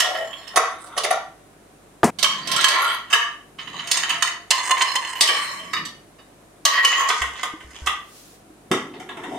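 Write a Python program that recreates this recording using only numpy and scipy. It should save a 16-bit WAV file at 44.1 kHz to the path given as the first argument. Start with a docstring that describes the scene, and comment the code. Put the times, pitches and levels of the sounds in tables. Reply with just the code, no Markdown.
"""Stacking dishes on a wooden counter

Ceramic bowls and plates are lifted out of a dish rack, gathered in one hand and stacked on the counter.
Rims clink and slide over each other: short touches and tiny catches set each load's own tones ringing.
Shaped noise makes the rack's knock and jingle, the low rumble, a sleeve's rustle and the kitchen air.
Soft steps are low ringing thuds, and a faint hum is a sum of sines. Gain control turns loud moments down."""
import sys
import numpy as np
from scipy import signal
from scipy.fft import rfft, irfft
from scipy.io import wavfile
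from scipy.ndimage import uniform_filter1d

SR = 44100
rng = np.random.default_rng(int(sys.argv[2]) if len(sys.argv) > 2 else 0)


def master_out(mix):
    """Clip the mix to full scale and print it as 16-bit PCM to the path in sys.argv[1]."""
    frames = np.transpose(np.atleast_2d(mix))
    ceiling = np.clip(frames, -1, 1)
    pcm = np.round(ceiling * 32767).astype(np.int16)
    wavfile.write(sys.argv[1], SR, pcm)


N = 413658   # length [samples]


def from_db(db):
    """Turn decibels into a plain multiplier."""
    return 10 ** (np.asarray(db) / 20)


def rms_one(x):
    """Scale a sound so its average strength (rms) is 1."""
    return x / np.sqrt(np.mean(x ** 2) + 1e-20)


def in_time(spans):
    """Draw a level curve as a multiplier for every sample, silent between the spans."""
    t = np.arange(N) / SR
    s, level_db = np.transpose(np.concatenate(spans))
    inside = sum((t >= span[0][0]) & (t <= span[-1][0]) for span in spans) > 0
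    return inside * from_db(np.interp(t, s, level_db))


def at_hz(points, hz):
    """Read a curve of frequency points, with straight lines between them on a log-frequency axis."""
    point_hz, value = np.transpose(points)
    return np.interp(np.log(hz + 1), np.log(point_hz), value)


def coloured(x, spectrum):
    """Colour a sound with a filter that never sounds early (minimum phase) and has energy 1."""
    level_db = at_hz(spectrum, np.fft.rfftfreq(4096, 1 / SR))
    cepstrum = irfft(np.log(from_db(level_db)))
    # folding the second half onto the first moves the filter's response after its start
    cepstrum[1:2048] *= 2
    cepstrum[2049:] = 0
    taps = irfft(np.exp(rfft(cepstrum)))
    return signal.fftconvolve(x, taps / np.linalg.norm(taps))[:len(x)]


def ring(force, hz, width):
    """A push sets one tone ringing: a unit click starts a sine of height 1, and a wider tone dies sooner."""
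    r = np.exp(-np.pi * max(width, 2) / SR)
    w = 2 * np.pi * hz / SR
    return signal.lfilter([0, np.sin(w)], [1, -2 * r * np.cos(w), r * r], force + 1e-18)


def burst(s, peak_db, t60):
    """Noise that starts at once and dies away by 60 dB in t60 seconds."""
    t = np.arange(N) / SR - s
    return (t >= 0) * from_db(peak_db - 60 * np.clip(t, 0, 2) / t60) * rng.standard_normal(N)


# How alike the left and right ear are: (frequency [Hz], likeness [0 to 1])
LIKENESS = [(60, 0.28), (240, 0.96), (950, 0.12), (3770, 0.02), (15000, 0.021)]


def two_ears(mid, side, hz):
    """Mix two independent noises into left and right that are as alike as the table says."""
    alike = np.clip(at_hz(LIKENESS, hz), 0, 1)
    return np.sqrt(1 + alike) * mid + np.sqrt(1 - alike) * side * [[1], [-1]]


# Colour of the air noise: (frequency [Hz], relative level [dB per Hz])
AIR = [(12, -44.5), (20, -11), (43, -9.5), (264, 1.5), (295, 4.5), (449, 1.5), (502, -1.5), (744, 0.5),
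       (855, -7.5), (957, -4.5), (3190, -16), (4110, -16.5), (4600, -19.5), (9800, -16), (16200, -32)]
AIR_DB = -55   # rms level of the air noise
# Mains hum: (frequency [Hz], rms level [dB])
HUM = [(50, -69.5), (100, -70.5), (150, -71), (210, -74.5)]


def room_tone():
    """Coloured air noise, most alike in both ears near 240 Hz, and a faint mains hum of steady sines."""
    hz = np.fft.rfftfreq(N, 1 / SR)
    mid, side = rfft(rng.standard_normal((2, N))) * from_db(at_hz(AIR, hz))
    air = irfft(two_ears(mid, side, hz), N)
    hum = np.zeros(N)
    for hum_hz, level_db in HUM:
        turns = hum_hz * np.arange(N) / SR + rng.random()
        hum += np.sqrt(2) * from_db(level_db) * np.sin(2 * np.pi * turns)
    return from_db(AIR_DB) * rms_one(air) + hum


# How long the echoes last: (frequency [Hz], time to fall 60 dB [s])
WALLS = [(200, 0.22), (1000, 0.42), (4000, 0.37), (12000, 0.2)]


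def kitchen(x):
    """Add the room's echoes: noise that dies away band by band, with energy 1 in each ear."""
    t, tail = np.arange(SR // 2) / SR, 0
    for low in 100 * 2. ** np.arange(7):
        high = 2 * low + (low > 6000) * 5000   # the top band reaches further up
        band = signal.butter(2, [low, high], "band", fs=SR, output="sos")
        mid, side = signal.sosfilt(band, rng.standard_normal((2, len(t))))
        both = two_ears(mid, side, 0.5 * low)
        tail = tail + both * from_db(-60 * t / at_hz(WALLS, 1.36 * low))
    tail = tail * np.clip(t / 0.0026, 0, 1)   # the first echoes take a few ms to arrive
    return signal.fftconvolve(x, tail / np.linalg.norm(tail, axis=1, keepdims=True), axes=1)[:, :N]


# Glaze sliding on glaze, one list per slide: (time [s], pressure level [dB])
SLIDE = [
    [(0.0, -25), (0.086, -36.5), (0.274, -47.5), (1.134, -54.5), (1.248, -76)],
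    [(2.188, -62.5), (2.768, -23), (2.954, -41), (3.118, -87)],
    [(3.58, -55.5), (3.972, -32), (4.33, -43.5), (4.5, -73)],
    [(4.507, -26.5), (4.701, -27), (5.407, -39), (5.695, -55), (6.0, -81)],
    [(6.654, -28), (6.702, -27), (6.972, -24.5), (7.556, -61.5), (7.906, -46.5), (8.1, -93)],
    [(9.037, -72), (9.38, -45)],
]


def slide_grains():
    """Rough glaze catches about 1200 times a second, in uneven sizes; pressure sets the level."""
    catches = rng.random(N) < 1200 / SR
    size_db = 4.5 * np.minimum(rng.exponential(1, N), 3.5)
    grains = catches * from_db(size_db) * rng.choice([-1, 1], N)
    return rms_one(grains) * in_time(SLIDE)


EDGE_DB_TO_HALVE, PEAK_DB_TO_HALVE = 55, 33.5   # brighter and harder clinks are quicker contacts


def contacts():
    """A clink is one sharp touch, then a chatter of the rims that grows with contact time; energy 1."""
    s, peak_db, edge_db, _ = np.transpose(CLINKS)
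    load = np.searchsorted([start for start, _ in LOADS], s) - 1
    halvings = edge_db / EDGE_DB_TO_HALVE + peak_db / PEAK_DB_TO_HALVE
    ms = np.clip(np.array(PLACES)[load, -1] * 2 ** -halvings, .05, 12)[:, None]
    t = np.arange(1, 2001) / SR * 1000 / ms   # time counted in contact times
    chatter = t * np.exp(-t) * rng.standard_normal(t.shape)
    chatter = chatter / np.linalg.norm(chatter, axis=1, keepdims=True)
    chatter[:, :1] = (1.87 / ms) ** 2   # quick contacts are almost all touch
    return chatter / np.linalg.norm(chatter, axis=1, keepdims=True)


# Rim on rim: (time [s], relative level [dB], relative level of the high tones [dB], favoured frequency [Hz])
CLINKS = [(0.0024, -9, 7.5, 1890), (0.0493, -20, -38, 1900), (0.1473, -18.5, -50, 1940),
          (0.183, -38, -30, 1940), (0.4745, -31.5, 2.5, 2340), (0.5596, -2.5, -0.5, 1700),
          (0.5711, 5, -5, 1220), (0.8614, -41.5, 4, 1140), (0.9644, -18, -7, 723),
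          (0.9761, -21, 11.5, 1280), (1.0348, -17.5, 6.5, 732), (1.044, -7.5, -7, 732),
          (1.1063, -4.5, -6, 743), (1.1225, -13, -2.5, 929), (2.1874, -27, 8.5, 4390),
          (2.2284, -14.5, 12, 4060), (2.2433, -6, -0.5, 2910), (2.473, -29.5, 11.5, 2310),
          (2.5159, -34, 23, 3820), (2.5626, -14, 3, 1420), (2.609, -42.5, 30, 3180), (2.643, -1, 0, 1070),
          (2.6843, -17, 13.5, 1050), (3.1002, -44, -0.5, 2090), (3.128, -23, -3, 1790),
          (3.5849, -20.5, -67, 3100), (3.6719, -27.5, -22, 3000), (3.7898, -23.5, -28, 3110),
          (3.8718, -30, 7, 3120), (3.914, -26, 22.5, 5560), (3.9706, -14, 0, 2830),
          (4.031, -12.5, -14, 1820), (4.0923, -17.5, -1.5, 2970), (4.1026, -11, -11.5, 2930),
          (4.1503, -17.5, -32, 1930), (4.2239, -4.5, -4, 690), (4.2722, -12.5, -10.5, 1910),
          (4.5058, -7.5, 10.5, 2940), (4.5102, -6, -33, 2990), (4.7083, -0.5, -6, 1010),
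          (4.7638, -12.5, -46, 1027), (4.808, -2, -34, 1000), (4.817, -3, -1.5, 1030),
          (4.9536, -8, -1.5, 1050), (5.0829, -48, -17, 1070), (5.1572, -50, 2, 4040),
          (5.209, -16, 16.5, 4010), (5.2227, -16, -26, 4110), (5.275, -22, 10.5, 3140),
          (5.2879, -9.5, -9, 969), (5.7325, -14, -11, 1040), (5.7638, -16.5, -29.5, 1840),
          (5.8513, -38, 13.5, 2970), (6.184, -40.5, -16, 2660), (6.652, -6.5, 8.5, 1250),
          (6.7742, -10, -37, 1910), (6.8481, -5, 8, 2960), (6.9248, -4.5, -34, 1220),
          (7.002, -9, -6.5, 1170), (7.09, -14, 2.5, 1000), (7.099, -5, -15.5, 1060),
          (7.218, -9.5, -7.5, 1950), (7.383, -25, -52, 834), (7.4314, -11, -5, 1240),
          (7.6027, -30, -10, 921), (7.7042, -37, -1, 2560), (7.8616, -16.5, -1, 1610),
          (7.8708, -7, -5.5, 3040), (8.7152, -7, -6, 3150), (8.9356, -33.5, -40, 842),
          (8.9988, -27.5, -6.5, 926), (9.0904, -23, -11.5, 1200), (9.1701, -27, -9, 856),
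          (9.2361, -23.5, -9.5, 1130)]
# Colour of the dry contact noise: (frequency [Hz], relative level [dB per Hz])
GRIT = [(180, -99), (300, -30.5), (774, -23), (1040, -12.5), (1510, -22), (1900, -7.5), (2400, -20.5),
        (2930, -17), (8790, -29.5), (16000, -52.5)]
# The tones each load of dishes rings with: (centre frequency [Hz], undamped width [Hz], relative level [dB])
BOWL_PAIR = [(684, 100, 2), (1150, 36, 0), (1390, 37, -3), (1900, 45, 1), (3010, 60, 2), (3290, 90, -1),
             (2610, 300, -14), (4300, 150, -8), (3640, 65, -9), (5340, 76, -4), (7090, 120, -2),
             (10820, 120, -8), (12600, 36, -14)]
BOWLS_SET_DOWN = [(718, 160, 10), (978, 59, 5), (1279, 284, 15), (2020, 40, -38), (2380, 47, -20),
                  (3350, 280, 6), (3670, 300, 7.5), (4000, 69, -14), (4760, 75, -12), (6050, 86, 2),
                  (8410, 420, 12.5), (9400, 21, 4), (10500, 20, 4.5)]
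PLATES_IN_RACK = [(687, 52, -1.5), (2261, 65, 8), (3164, 200, 21.5), (1060, 14, 11), (1145, 50, 6),
                  (1390, 45, 8), (1780, 60, 7), (1935, 70, 8), (3220, 180, -16), (4055, 260, 12.5),
                  (4490, 240, 15.5), (6500, 170, 7.5), (7630, 73, 12), (8430, 48, 2), (8840, 84, -15),
                  (10700, 27, -23), (11100, 46, 5), (12100, 19, -7.5)]
PLATE_PAIR = [(685, 4.3, -6.5), (975, 15, 6), (1180, 15, 8.5), (1270, 21, -11), (1840, 62, 7),
              (1984, 17, 4), (2220, 12, 2.5), (2950, 230, 18), (3720, 290, 10.5), (4850, 180, 9.5),
              (6600, 170, 16), (8250, 140, -1), (8500, 54, -27), (10570, 130, -36.5)]
LOOSE_PLATE = [(689, 6.4, -16), (1080, 200, 5), (1370, 40, -17), (1490, 48, 1), (2035, 170, -19),
               (3058, 130, 9.5), (3660, 180, 4), (3990, 140, 4.5), (4474, 180, 9), (5400, 170, 10.5),
               (6610, 430, 13), (7700, 160, 4), (8510, 53, 7.5), (10230, 37, -7.5), (11200, 39, 0.5),
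               (12700, 170, -3.5)]
STACK_OF_THREE = [(374, 24, -22.5), (1046, 25.5, 13), (1112, 19, -2), (1151, 73, 12), (1797, 23, -27),
                  (1796, 4.3, -2.5), (2054, 21, -4), (3110, 30, -1.5), (2935, 120, 4), (3474, 50, -4.5),
                  (4215, 69, 1), (5200, 64, -10), (6450, 91, -30), (6580, 58, -2), (8260, 160, 4),
                  (12080, 47, -11)]
STACK_SQUARED = [(360, 66, -10), (628, 32, -9), (1144, 38, 2.5), (1980, 78, -3.5), (2274, 130, -5.5),
                 (2450, 40, -17), (3073, 126, 5), (3500, 83, -23), (4210, 270, 1.5), (5420, 84, -4),
                 (6500, 100, -15), (6870, 350, 3), (8740, 31, 0), (11600, 33, -24)]
LAST_PLATE = [(1257, 140, -7.5), (1820, 15.3, -17), (2937, 11, -8.5), (3230, 43, -24.5), (3730, 59, 5.5),
              (4740, 240, 10), (4660, 27, -3), (6050, 69, 0), (7640, 24, 6), (9500, 110, 5),
              (11400, 43, -1)]
STACK_OF_FOUR = [(1120, 30, 0), (1210, 40, 4), (1326, 40, -3), (1910, 8, 8), (2960, 16, 6), (662, 50, -10),
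                 (2520, 40, -8), (3761, 15, -8), (3170, 34, 0.5), (3580, 40, -13), (4610, 570, 8),
                 (6770, 290, 7.5), (9500, 150, -2), (11300, 25, 7), (13400, 58, -23)]
STACK_CARRIED = [(1136, 254, 25.5), (1524, 56, 15.5), (2070, 99, 8), (2680, 58, -22), (3204, 530, 22.5),
                 (3670, 120, -12), (5900, 1500, 14.5)]
ON_COUNTER = [(373, 220, 11), (800, 173, 13), (1620, 340, 8), (2820, 220, -28), (3015, 220, 0),
              (3600, 70, -8)]
# Which load sounds from when: (start time [s], tones of that load)
LOADS = [(0, BOWL_PAIR), (.54, BOWLS_SET_DOWN), (2.1, PLATES_IN_RACK), (3.07, PLATE_PAIR),
         (3.52, LOOSE_PLATE), (4.49, STACK_OF_THREE), (5.205, STACK_SQUARED), (5.72, LAST_PLATE),
         (6.6, STACK_OF_FOUR), (7.084, STACK_CARRIED), (8.6, ON_COUNTER)]
# Each load in turn: (left-right difference [dB], level sent to the room [dB], level of its low clink tones [dB],
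# brightness of its slide [dB per octave], contact time of a clink with both levels at 0 dB [ms])
PLACES = [(-5, -1, -56, -0.1, 2.8), (-6.5, -1, -6.5, -1, 3.5), (-13.5, 3.5, -25, -3.1, 2.2),
          (-43.5, 27.5, -20.5, -9, 1.96), (-5.5, -1, -32.5, -5.5, 2.5), (-4, -5.5, -28.5, -0.8, 4),
          (-5.5, 7.5, -5, 1, 1.5), (-9.5, 2, 19.5, 1.5, 2.5), (-0.5, 0, -28.5, -2.5, 3),
          (-5.5, 0.5, -8.5, 1.2, 2.5), (-3.5, 5.5, -7, 0, 1.5)]
TRAVEL_S, TRAVEL_DB = 0.0564, 8   # the sliding contact travels round the rim: new random drive this often


def dishes(ring_db, slide_db, crack_db, grit_db, spread_db, favour_db, lean_db):
    """Clinks and the grains of a slide drive the tones of the load in hand; both add a dry contact noise."""
    s, peak_db, edge_db, spot_hz = np.transpose(CLINKS)
    at = np.round(s * SR).astype(int)
    chatter, grains = contacts(), slide_grains()
    sides = np.array([[.5], [-.5]])   # left, right
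    dull, bright = [signal.butter(2, 3500, kind, fs=SR, output="sos") for kind in ("low", "high")]
    direct, to_room = np.zeros((2, N)), np.zeros((1, N))
    ends = [start for start, _ in LOADS[1:]] + [N / SR]
    for (start, modes), end, (pan_db, room_db, body_db, tilt_db, _) in zip(LOADS, ends, PLACES):
        a, b = round(start * SR), min(round(end * SR) + SR // 4, N)   # a quarter second to ring out
        mine = np.flatnonzero((s >= start) & (s < end))
        rub = (np.arange(a, b) < end * SR) * grains[a:b]

        def blows(gain_db):
            """The force of this load's clinks, each with its own gain."""
            force = np.zeros(b - a + chatter.shape[1])
            for k in mine:
                force[at[k] - a:][:chatter.shape[1]] += from_db(gain_db[k]) * chatter[k]
            return force[:b - a]

        dull_force = blows(crack_db + peak_db) + rub * from_db(grit_db)
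        bright_force = blows(crack_db + 5.5 + peak_db + edge_db) + rub * from_db(grit_db + 1.6 * tilt_db)
        dry_noise = signal.sosfilt(dull, dull_force) + signal.sosfilt(bright, bright_force)
        load = coloured(dry_noise, GRIT) * np.ones((2, 1))
        loud = np.linalg.norm(from_db(np.array(modes)[:, 2]))
        stops = np.arange(0, b - a + TRAVEL_S * SR, TRAVEL_S * SR)
        for centre_hz, width, level_db in modes:
            octave = np.log2(centre_hz / 2500)
            colour_db = (body_db if octave < 0 else edge_db) * min(abs(octave) / 1.9, 1)
            # the spot that is struck favours one family of tones
            colour_db = colour_db + favour_db * np.exp(-(np.log2(centre_hz / spot_hz) / 0.093) ** 2)
            loss = 2 + 0.3 * (centre_hz / 1000) ** 3   # fingers and neighbours damp high tones most
            slip = rub * from_db(slide_db + tilt_db * octave) * np.sqrt(4 * np.pi * (width + loss) / SR)
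            # as the contact travels, each tone is driven unevenly
            wander = np.interp(np.arange(b - a), stops, rng.standard_normal(100)[:len(stops)])
            slip = slip * from_db(TRAVEL_DB * wander)
            # no two dishes are alike, so each mode is a pair of close tones that beat
            for hz in centre_hz + width * np.array([-.3, .35]):
                scatter_db = rng.normal(0, 1.87, len(s))
                force = blows(ring_db + peak_db + colour_db + scatter_db) + slip
                tone = ring(force, hz, .5 * width + loss) * from_db(level_db) / loud
                # each tone leaves from its own part of the rim: own side, own tiny lag between the ears
                aim_db = sides * (spread_db * rng.normal() + lean_db * octave)
                lagged = np.roll(tone, rng.integers(-3, 4))
                load += np.array([tone, lagged]) * from_db(aim_db)
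        direct[:, a:b] += load * from_db(sides * pan_db)
        to_room[:, a:b] += load.mean(0) * from_db(room_db)
    # dishes are too small to radiate bass
    no_bass = signal.butter(4, 450, "high", fs=SR, output="sos")
    return signal.sosfilt(no_bass, direct + kitchen(to_room))


# Blows on the rack: (time [s], level [dB], jingle level relative to the blow [dB])
KNOCK = [(2.032, -3.5, -43), (2.042, -16.5, 2.5)]
# Hollow colour of the rack: (frequency [Hz], relative level [dB per Hz])
RACK = [(35, -40), (60, -21.5), (238, 3), (593, -8), (698, -0.5), (1090, -7.5), (2970, -22), (3190, -25),
        (7940, -43.5), (9130, -41), (16000, -46)]
KNOCK_T60_S, KNOCK_CUT_S = 0.23, 2.108   # time to fall 60 dB [s], time of the cut [s]


def rack_knock():
    """A hollow double blow of dying noise sets the wires jingling; an edit cuts the knock short."""
    hollow = coloured(sum(burst(s, db - 5.5, KNOCK_T60_S) for s, db, _ in KNOCK), RACK)
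    wires = signal.butter(2, [5000, 10000], "band", fs=SR, output="sos")
    jingle = signal.sosfilt(wires, sum(burst(s, db + jingle_db, 0.14) for s, db, jingle_db in KNOCK))
    first = np.zeros(N)
    first_s, first_db, _ = KNOCK[0]
    first[round(first_s * SR)] = from_db(first_db - 3.5)
    knock = hollow + jingle + ring(first, hz=1207, width=73)
    cut = np.clip((KNOCK_CUT_S - np.arange(N) / SR) / 0.0083, 0, 1)
    return knock * cut * from_db([[1.0], [-1.0]])   # a little louder on the left


# Rack, then wooden counter, shaken by the dishes: (time [s], level [dB])
SHAKES = [(2.27, -51), (2.56, -43.5), (3.762, -50.5), (4.146, -52.5), (5.818, -45), (9.0, -46.5),
          (9.35, -38.5)]
# Low tones of the rack: (frequency [Hz], width [Hz], relative level [dB])
RUMBLE_MODES = [(169, 100, -3.5), (281.4, 200, -4)]
# Low tones of the counter: (frequency [Hz], width [Hz], relative level [dB])
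COUNTER_MODES = [(293, 80, 2.5), (365, 35, -4)]
SHAKE_RISE_DB_PER_S, SHAKE_FALL_DB_PER_S = 55.5, 87
# the stack lands on the counter
SET_DOWN_S, SET_DOWN_DB, SET_DOWN_RISE_S, SET_DOWN_T60_S = 8.708, -18, 0.0056, 0.32


def rumble():
    """Noise in the low tones of rack and counter swells and fades round each shake, and thuds at the landing."""
    t = np.arange(N) / SR
    level = np.zeros(N)
    for s, db in SHAKES:
        swell_db = np.minimum(SHAKE_RISE_DB_PER_S * (t - s), SHAKE_FALL_DB_PER_S * (s - t))
        level += from_db(db + swell_db)
    landing_rise = np.clip((t - SET_DOWN_S) / SET_DOWN_RISE_S, 0, 1)
    level += landing_rise * from_db(SET_DOWN_DB - 60 * np.abs(t - SET_DOWN_S) / SET_DOWN_T60_S)
    no_deep_bass = signal.butter(4, 140, "high", fs=SR, output="sos")
    shake = signal.sosfilt(no_deep_bass, rng.standard_normal(N))
    rack, counter = [rms_one(sum(from_db(db) * ring(shake, hz, width) for hz, width, db in modes))
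                     for modes in (RUMBLE_MODES, COUNTER_MODES)]
    return level * np.where(t < SET_DOWN_S, rack, counter)


# Soft steps: (time [s], level [dB], frequency [Hz], time to fall 60 dB [s])
STEPS = [(7.213, -34, 66, 0.35), (7.537, -32.5, 317, 0.1), (7.645, -43, 63.5, 0.39),
         (7.819, -33.5, 67, 0.33), (8.501, -44.5, 313, 0.14)]


def steps():
    """Each soft push sets a low floor or cabinet tone ringing."""
    out = np.zeros(N)
    for s, db, hz, t60 in STEPS:
        push = np.zeros(N)
        push[round(s * SR)] = from_db(db)
        out += ring(push, hz, np.log(1000) / np.pi / t60)
    return signal.sosfilt(signal.butter(2, 450, fs=SR, output="sos"), out)


# Rustle of the sleeve: (time [s], level [dB])
SLEEVE = [(7.9, -75), (8.17, -51.5), (8.354, -57.5), (8.6, -112)]


def sleeve():
    """Wool brushing past: soft bright noise, separate in each ear."""
    band = signal.butter(1, [2500, 11000], "band", fs=SR, output="sos")
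    return in_time([SLEEVE]) * rms_one(signal.sosfilt(band, rng.standard_normal((2, N))))


def scene():
    """Everything heard in the kitchen, added together."""
    # crack: dry noise of a clink; favour: lift of the favoured tones;
    # spread: random left-right scatter of single tones; lean: left-right shift per octave
    plates = dishes(ring_db=-6.5, slide_db=-12.5, crack_db=12.0, grit_db=-3.0,
                    spread_db=7, favour_db=11, lean_db=-7.0)
    return room_tone() + plates + rack_knock() + rumble() + steps() + sleeve()


def record(dry):
    """Gain control turns loud moments down and then recovers; peaks are rounded, the top is cut."""
    level_db = 10 * np.log10(uniform_filter1d(np.mean(dry ** 2, axis=0), size=441) + 1e-12)
    # the followed level jumps up at once and falls at 810 dB per second
    fall_db = 810.0 * np.arange(N) / SR
    held_db = np.maximum.accumulate(level_db + fall_db) - fall_db
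    over_db = np.maximum(held_db + 23.5, 0)   # how far above -23.5 dB
    lag = np.exp(-1 / (0.023 * SR))   # the gain follows with a 23 ms lag
    smooth_over_db = signal.lfilter([1 - lag], [1, -lag], over_db)
    squeezed = dry * from_db(4.0 - 0.7 * smooth_over_db)
    top_cut = signal.cheby2(12, 60, 16800, fs=SR, output="sos")
    return signal.sosfilt(top_cut, np.tanh(squeezed))


dry = scene()
out = record(dry)
master_out(out)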